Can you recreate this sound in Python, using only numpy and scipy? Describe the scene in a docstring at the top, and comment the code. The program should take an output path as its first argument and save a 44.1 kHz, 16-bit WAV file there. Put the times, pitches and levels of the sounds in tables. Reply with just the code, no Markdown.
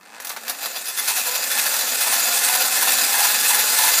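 """A small room, close up: a hand crank winds up the flywheel of a tin toy bus.
Gear teeth tick faster and faster into the tin shell, from a quiet purr with a few clacks to a loud
grinding whir. An off-centre gear binds and rasps once a turn, the panels' ring swells with the crank,
and hollow knocks come from the floor pan. A thin whine climbs with the speed.
Behind the toy sit a short, faint reverb and a low room tone."""
import sys
import numpy as np
from scipy import signal
from scipy.fft import rfft, irfft
from scipy.io import wavfile

SR = 44100
rng = np.random.default_rng(int(sys.argv[2]) if len(sys.argv) > 2 else 0)


def digitize_waveform(pressure):
    """Quantize a signal to 16-bit integers and store it at the path in sys.argv[1].

    Rows of a 2-D input are taken as channels; values are limited to [-1, 1].
    """
    field = np.atleast_2d(pressure).T
    bounded = np.clip(field, -1, 1)
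    quanta = np.round(bounded * 32767).astype(np.int16)
    wavfile.write(sys.argv[1], SR, quanta)


N = 176400
T = np.arange(N) / SR


# Wind-up of the gear train, as tooth contacts per second: t/s, f/Hz
TOOTH_RATE = [(0.0, 90.0), (0.2, 120.0), (0.35, 184.0), (0.55, 276.0), (0.75, 344.0), (1.0, 412.0),
              (1.3, 497.0), (1.7, 581.0), (2.2, 686.0), (2.6, 748.0), (3.0, 797.0), (3.4, 841.0),
              (4.0, 889.0)]

def gear_train(gear_teeth=42, turns_per_crank=6.5):
    """The drive behind the toy: tooth rate, and running counts of teeth, gear turns and crank turns."""
    mesh_hz = curve(TOOTH_RATE)
    teeth = np.cumsum(mesh_hz) / SR
    turns = teeth / gear_teeth
    return mesh_hz, teeth, turns + 0.25, turns / turns_per_crank - 0.17


def tooth_ticks(mesh_hz, teeth, jitter_teeth=.13, spread_db=2.5, bounces_per_tooth=2.2):
    """One uneven tick per tooth, with softer random bounces between; equal power at any speed."""
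    number = np.arange(1, int(teeth[-1]))
    late, strength = rng.standard_normal((len(number), 2)).T
    onsets = np.minimum(np.searchsorted(teeth, number + jitter_teeth * late), N - 1)
    ticks = np.zeros(N)
    ticks[onsets] = from_db(spread_db * np.clip(strength, -2, 2))
    bounces = (rng.random(N) < bounces_per_tooth * mesh_hz / SR) * rng.standard_normal(N)
    return rms_one((ticks + from_db(-7) * bounces) / np.sqrt(mesh_hz))


# Grind envelope between surges: t/s, level/dB
GRIND_LEVEL = [(0, -43), (.1, -36), (.2, -33), (.3, -32.5), (.42, -32.5), (.57, -30), (.75, -30),
               (.83, -31), (.93, -31), (.98, -28), (1.1, -25), (1.19, -27), (1.3, -25), (1.48, -26),
               (1.56, -23), (1.6, -21), (1.68, -22), (1.75, -22.5), (1.85, -22.5), (1.95, -22),
               (2.1, -21.5), (2.62, -20), (2.7, -22), (2.8, -20), (3.4, -20), (4, -20)]

def grind(ticks, mesh_hz, surge, push, crank):
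    """Teeth drive the shell and panels, digging in once a turn as the off-centre gear binds."""
    binding = np.clip((mesh_hz - 140) / 232, 0, 1)  # a slow gear does not bind yet
    depth = (mesh_hz / 800) ** -1.57 + 0.21 * push  # evens out with speed, deepens on a push
    surge_db = 1.86 * surge * binding * depth
    contacts = from_db(curve(GRIND_LEVEL) + 0.12 * drift(36)) * ticks
    body = shell(contacts * from_db(surge_db + .5 * push))
    return brightness(body + panels(contacts, surge_db, crank), surge_db)


# Broad tone colour of the tin shell: f/Hz, level/dB
SHELL_EQ = [(60, -23), (110, -19.5), (170, -16.5), (250, -18.5), (380, -15), (520, -10), (800, -5),
            (1150, -1.5), (1500, 0), (2300, -1.5), (3100, -5.5), (3700, 0.5), (4500, 1.5), (5300, -1),
            (5800, 1.5), (7500, -1.5), (9000, -4), (11700, -1), (13000, 2.5), (15300, 0)]

def shell(contacts, places=10):
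    """Contacts reach the shell at several places, each with a ring of its own."""
    place = rng.integers(0, places, N)
    rings = sum(signal.fftconvolve(contacts * (place == k), tin_hit(t60=0.047, ring_db=17.5))[:N]
                for k in range(places))
    return from_db(-1) * colour(rings, SHELL_EQ)


# Panel resonances: f/Hz, width/Hz, level/dB, share of the surge, swing/dB, crank phase of the swing/turns
# (loudest at that phase if the swing is positive, quietest if negative)
PANEL_MODES = [(239, 75, -27.5, -1.26, -0.5, -0.31), (516.5, 108, -21.5, -0.3, 1.5, 0.33),
               (713, 100, -23, 2.02, 4, 0.24), (828, 69, -20, -0.34, 3, -0.019),
               (1032, 36, -25, -0.8, -1.5, -0.12), (1418, 118, -17.5, 1.26, 2, 0.34),
               (1764, 88, -15, 1.06, 1, -0.16), (2061, 33, -21.5, 1.1, 2, -0.15),
               (2588, 162, -13.5, 0.95, 0.5, -0.065), (3480, 71, -22, 2, -2, 0),
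               (4040, 110, -29, 2.24, 12.5, 0.29), (4824, 100, -19, 1.7, 4, 0.34),
               (5053, 70, -23.5, 1.5, 6, 0.63), (6970, 210, -19.5, -4.5, 10, 0.34),
               (7170, 170, -18, 1, 4.5, 0.31), (8440, 2300, -6.5, -0.9, 1.5, -0.17),
               (12830, 79, -23, 2.1, 6, 0.17)]

def panels(contacts, surge_db, crank):
    """Each panel's ring swells and dips once per crank turn, and flickers a little by itself."""
    out = 0
    for hz, width_hz, db, share, swing_db, swing_phase in PANEL_MODES:
        crank_db = swing_db * np.cos(2 * np.pi * (crank - swing_phase))
        level_db = db + share * surge_db + crank_db + 2.08 * drift(17)
        ring = resonate(contacts * rng.choice([-1, 1], N) * from_db(level_db), hz, width_hz)
        octave_band = [hz / np.sqrt(2), min(hz * np.sqrt(2), SR / 2 - 1)]
        out = out + butter_filter(ring, 1, octave_band, "band")
    return out


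# Treble shelf on the grind: t/s, level/dB
GRIND_TREBLE = [(0, -36), (.17, -48), (.25, -10), (.42, -9), (.6, -4.5), (.8, -1.5), (1, 1.5), (2, 0.5),
                (4, 2.5)]

def brightness(tin, surge_db):
    """The grind opens from dull to bright; harder contacts add edge, and the treble flickers."""
    return shelf(tin, curve(GRIND_TREBLE) + 0.054 * surge_db + 0.87 * drift(31))


# Envelope of the rasp's peaks: t/s, level/dB
RASP_LEVEL = [(0, -90), (.6, -48), (.77, -36), (.88, -25), (1.0, -23), (1.15, -29.5), (2.0, -26.5),
              (2.6, -24), (4, -24)]
# Ring of the steel gear: f/Hz, width/Hz, level/dB
STEEL_MODES = [(3483, 61, -11.5), (5700, 220, -10), (6400, 200, -13), (10080, 100, -8), (10670, 410, -2.5),
               (13500, 590, -8.5)]

def rasp(ticks, gear, push):
    """Once a turn the gear binds and its steel rings brightly, louder on a push."""
    gain = from_db(curve(RASP_LEVEL) + 3 * push)
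    return ring_modes(ticks * once_per_turn(gear, sharpness=1.77) * gain, STEEL_MODES)


# Whine envelope: t/s, level/dB
WHINE_LEVEL = [(0, -61), (.2, -62), (.3, -75), (.43, -55), (.6, -59), (.9, -57), (1.2, -65), (1.3, -35.5),
               (1.4, -50.5), (2, -51), (2.25, -35), (2.45, -40.5), (2.62, -34), (2.75, -40), (3, -39),
               (3.2, -36), (3.55, -35.5), (3.72, -39), (3.8, -32), (3.89, -31.5), (3.96, -54)]

def whine(teeth, mesh_hz, surge, push, pitch_wander=0.0075, flutter_db=2):
    """The tooth rate sings as a fluttering tone and its octave, swelling with each surge and push."""
    phase = 2 * np.pi * (teeth + np.cumsum(pitch_wander * mesh_hz * drift(44)) / SR)
    fundamental = from_db(flutter_db * drift(35)) * np.sin(phase)
    octave = from_db(-1.5 + flutter_db * drift(40)) * np.sin(2 * phase)
    return from_db(curve(WHINE_LEVEL) + 5.5 * surge + 2 * push) * (fundamental + octave)


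# Hits of slack teeth: t/s, level/dB, treble/dB
SLACK_HITS = [(0.201, 3.5, -10), (0.22, -20, 11), (0.2484, 0, 0), (0.271, -2, 2), (0.294, -1.5, 2),
              (.302, 9.5, -26), (.315, -2, -3), (0.3637, 7, -16), (.370, 7.5, -24), (0.481, -7, 9.5),
              (.497, 9.5, -3), (0.63, -7, 3), (0.658, 12, -8.5), (3.788, -1, 11.5)]

def clacks():
    """Hard clacks through the shell as the gears take up slack, topped by the steel gear's zing."""
    hits = np.zeros(N + SR)
    for onset_s, db, treble_db in SLACK_HITS:
        hit = from_db(db) * shelf(tin_hit(t60=0.073, ring_db=11.5), treble_db)
        start = int(onset_s * SR)
        hits[start:start + len(hit)] += hit
    zing = from_db(-13) * resonate(hits[:N], hz=10800, width_hz=380)
    return colour(hits[:N], SHELL_EQ) + zing


# Knocks on the floor pan: t/s, level/dB
PAN_HITS = [(1.105, -45.5), (1.744, -47), (2.069, -42), (2.13, -41), (2.49, -43), (2.553, -44),
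            (2.826, -40), (2.876, -40), (2.935, -48), (3.148, -40.5), (3.2, -44), (3.249, -42),
            (3.503, -39.5), (3.55, -40), (3.793, -41), (3.84, -42), (3.885, -42)]
# Hollow ring of the pan: f/Hz, width/Hz, level/dB
PAN_RING = [(837, 44, -6), (899, 63, -12.5), (987.5, 30.4, -3.5)]

def floor_pan(ticks, knock_s=0.026):
    """The binding gear hammers the floor pan: short bursts of ticks make hollow, rattling knocks."""
    out = np.zeros(N)
    for centre_s, db in PAN_HITS:
        near = np.abs(T - centre_s) < 2 * knock_s
        swell = np.cos(np.pi * np.clip((T[near] - centre_s) / knock_s, -.5, .5)) ** 2
        out[near] += 2 * from_db(db) * rms_one(ring_modes(ticks[near] * swell, PAN_RING))
    return butter_filter(out, 2, [650, 1250], "band")


def room_response(delay_s=.005):
    """The near walls answer with a short, faint tail."""
    return np.r_[np.zeros(int(delay_s * SR)), from_db(-11.5) * tail(t60=0.33)]


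# Colour of the room tone: f/Hz, level/dB
ROOM_TONE_EQ = [(30, -21), (100, -16), (200, -1.5), (1000, 2.5), (2200, -4.5), (4000, -18), (15000, -13)]

def room_tone():
    """A quiet, steady bed of midrange noise."""
    return from_db(-53) * colour(rng.standard_normal(N), ROOM_TONE_EQ)


def tin_hit(t60, ring_db):
    """A sharp tick followed by the ring of thin sheet metal, unit energy."""
    hit = from_db(ring_db) * tail(t60)
    hit[0] += 1
    return hit / np.linalg.norm(hit)


def tail(t60):
    """A wash of dense modes falling 60 dB in t60 seconds, unit energy."""
    wash = rng.standard_normal(SR // 2) * from_db(-60 * T[:SR // 2] / t60)
    return wash / np.linalg.norm(wash)


def ring_modes(drive, modes):
    """Contacts excite each mode with random signs of its own."""
    return sum(from_db(db) * resonate(drive * rng.choice([-1, 1], len(drive)), hz, width_hz)
               for hz, width_hz, db in modes)


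def resonate(x, hz, width_hz):
    """One resonance of unit power gain."""
    r = np.exp(-np.pi * width_hz / SR)
    feedback = [1, -2 * r * np.cos(2 * np.pi * hz / SR), r * r]
    return signal.lfilter(np.sqrt((1 - r * r) / 2) * np.array([1, 0, -1]), feedback, x)


def colour(x, points, size=4096):
    """Minimum-phase EQ of unit power gain through (f/Hz, level/dB) points."""
    hz, db = np.transpose(points)
    bin_hz = np.arange(size // 2 + 1) * SR / size
    gain = rms_one(from_db(np.interp(np.log(bin_hz + 1), np.log(hz), db)))
    cepstrum = irfft(np.log(gain))[:size // 2]
    causal = np.r_[cepstrum[0], 2 * cepstrum[1:]]
    return signal.fftconvolve(x, irfft(np.exp(rfft(causal, size))))[:N]


def shelf(x, treble_db, corner_hz=1500):
    """Raise or lower the treble."""
    low = butter_filter(x, 1, corner_hz, "low")
    return low + from_db(treble_db) * (x - low)


def butter_filter(x, order, hz, kind):
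    """A smooth low, high or band pass."""
    return signal.sosfilt(signal.butter(order, hz, kind, fs=SR, output="sos"), x)


def once_per_turn(turns, sharpness):
    """A smooth bump from 0 to 1 at every whole turn."""
    return np.abs(np.cos(np.pi * turns)) ** (2 * sharpness)


def drift(rate_hz):
    """Slow random wander of spread 1."""
    r = np.exp(-80 * np.pi * rate_hz / SR)
    noise = rng.standard_normal(N // 40 + 2002)  # one value per 40 samples, plus a run-in
    slow = signal.lfilter([1], [1, -2 * r, r * r], noise)[2000:]
    return np.interp(np.arange(N) / 40, np.arange(len(slow)), rms_one(slow))


def curve(rows):
    """Join (t/s, value) rows by straight lines."""
    return np.interp(T, *np.transpose(rows))


def from_db(db):
    """Decibels to gain."""
    return 10 ** (np.asarray(db) / 20)


def rms_one(x):
    """Scale to unit rms."""
    return x / np.sqrt(np.mean(x ** 2) + 1e-20)


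def scene():
    """Mix the toy's layers over the room; both channels carry the same sound."""
    slack, room, bed = clacks(), room_response(), room_tone()
    mesh_hz, teeth, gear, crank = gear_train()
    surge = once_per_turn(gear, sharpness=2.8)
    push = np.cos(2 * np.pi * crank)  # the hand pushes once per crank turn
    tone = whine(teeth, mesh_hz, surge, push)
    ticks = tooth_ticks(mesh_hz, teeth)
    whir = grind(ticks, mesh_hz, surge, push, crank)
    toy = whir + rasp(ticks, gear, push) + floor_pan(ticks) + tone + slack
    toy = butter_filter(toy, 5, 173, "high")  # the small shell cannot radiate bass
    reverb = signal.fftconvolve(toy, room)[:N]
    return np.tile(toy + reverb + bed, (2, 1))


def record(dry, cutoff_hz=15350):
    """A steep high cut takes off the very top."""
    return signal.sosfilt(signal.ellip(12, .1, 80, cutoff_hz, fs=SR, output="sos"), dry)


dry = scene()
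out = record(dry)
digitize_waveform(out)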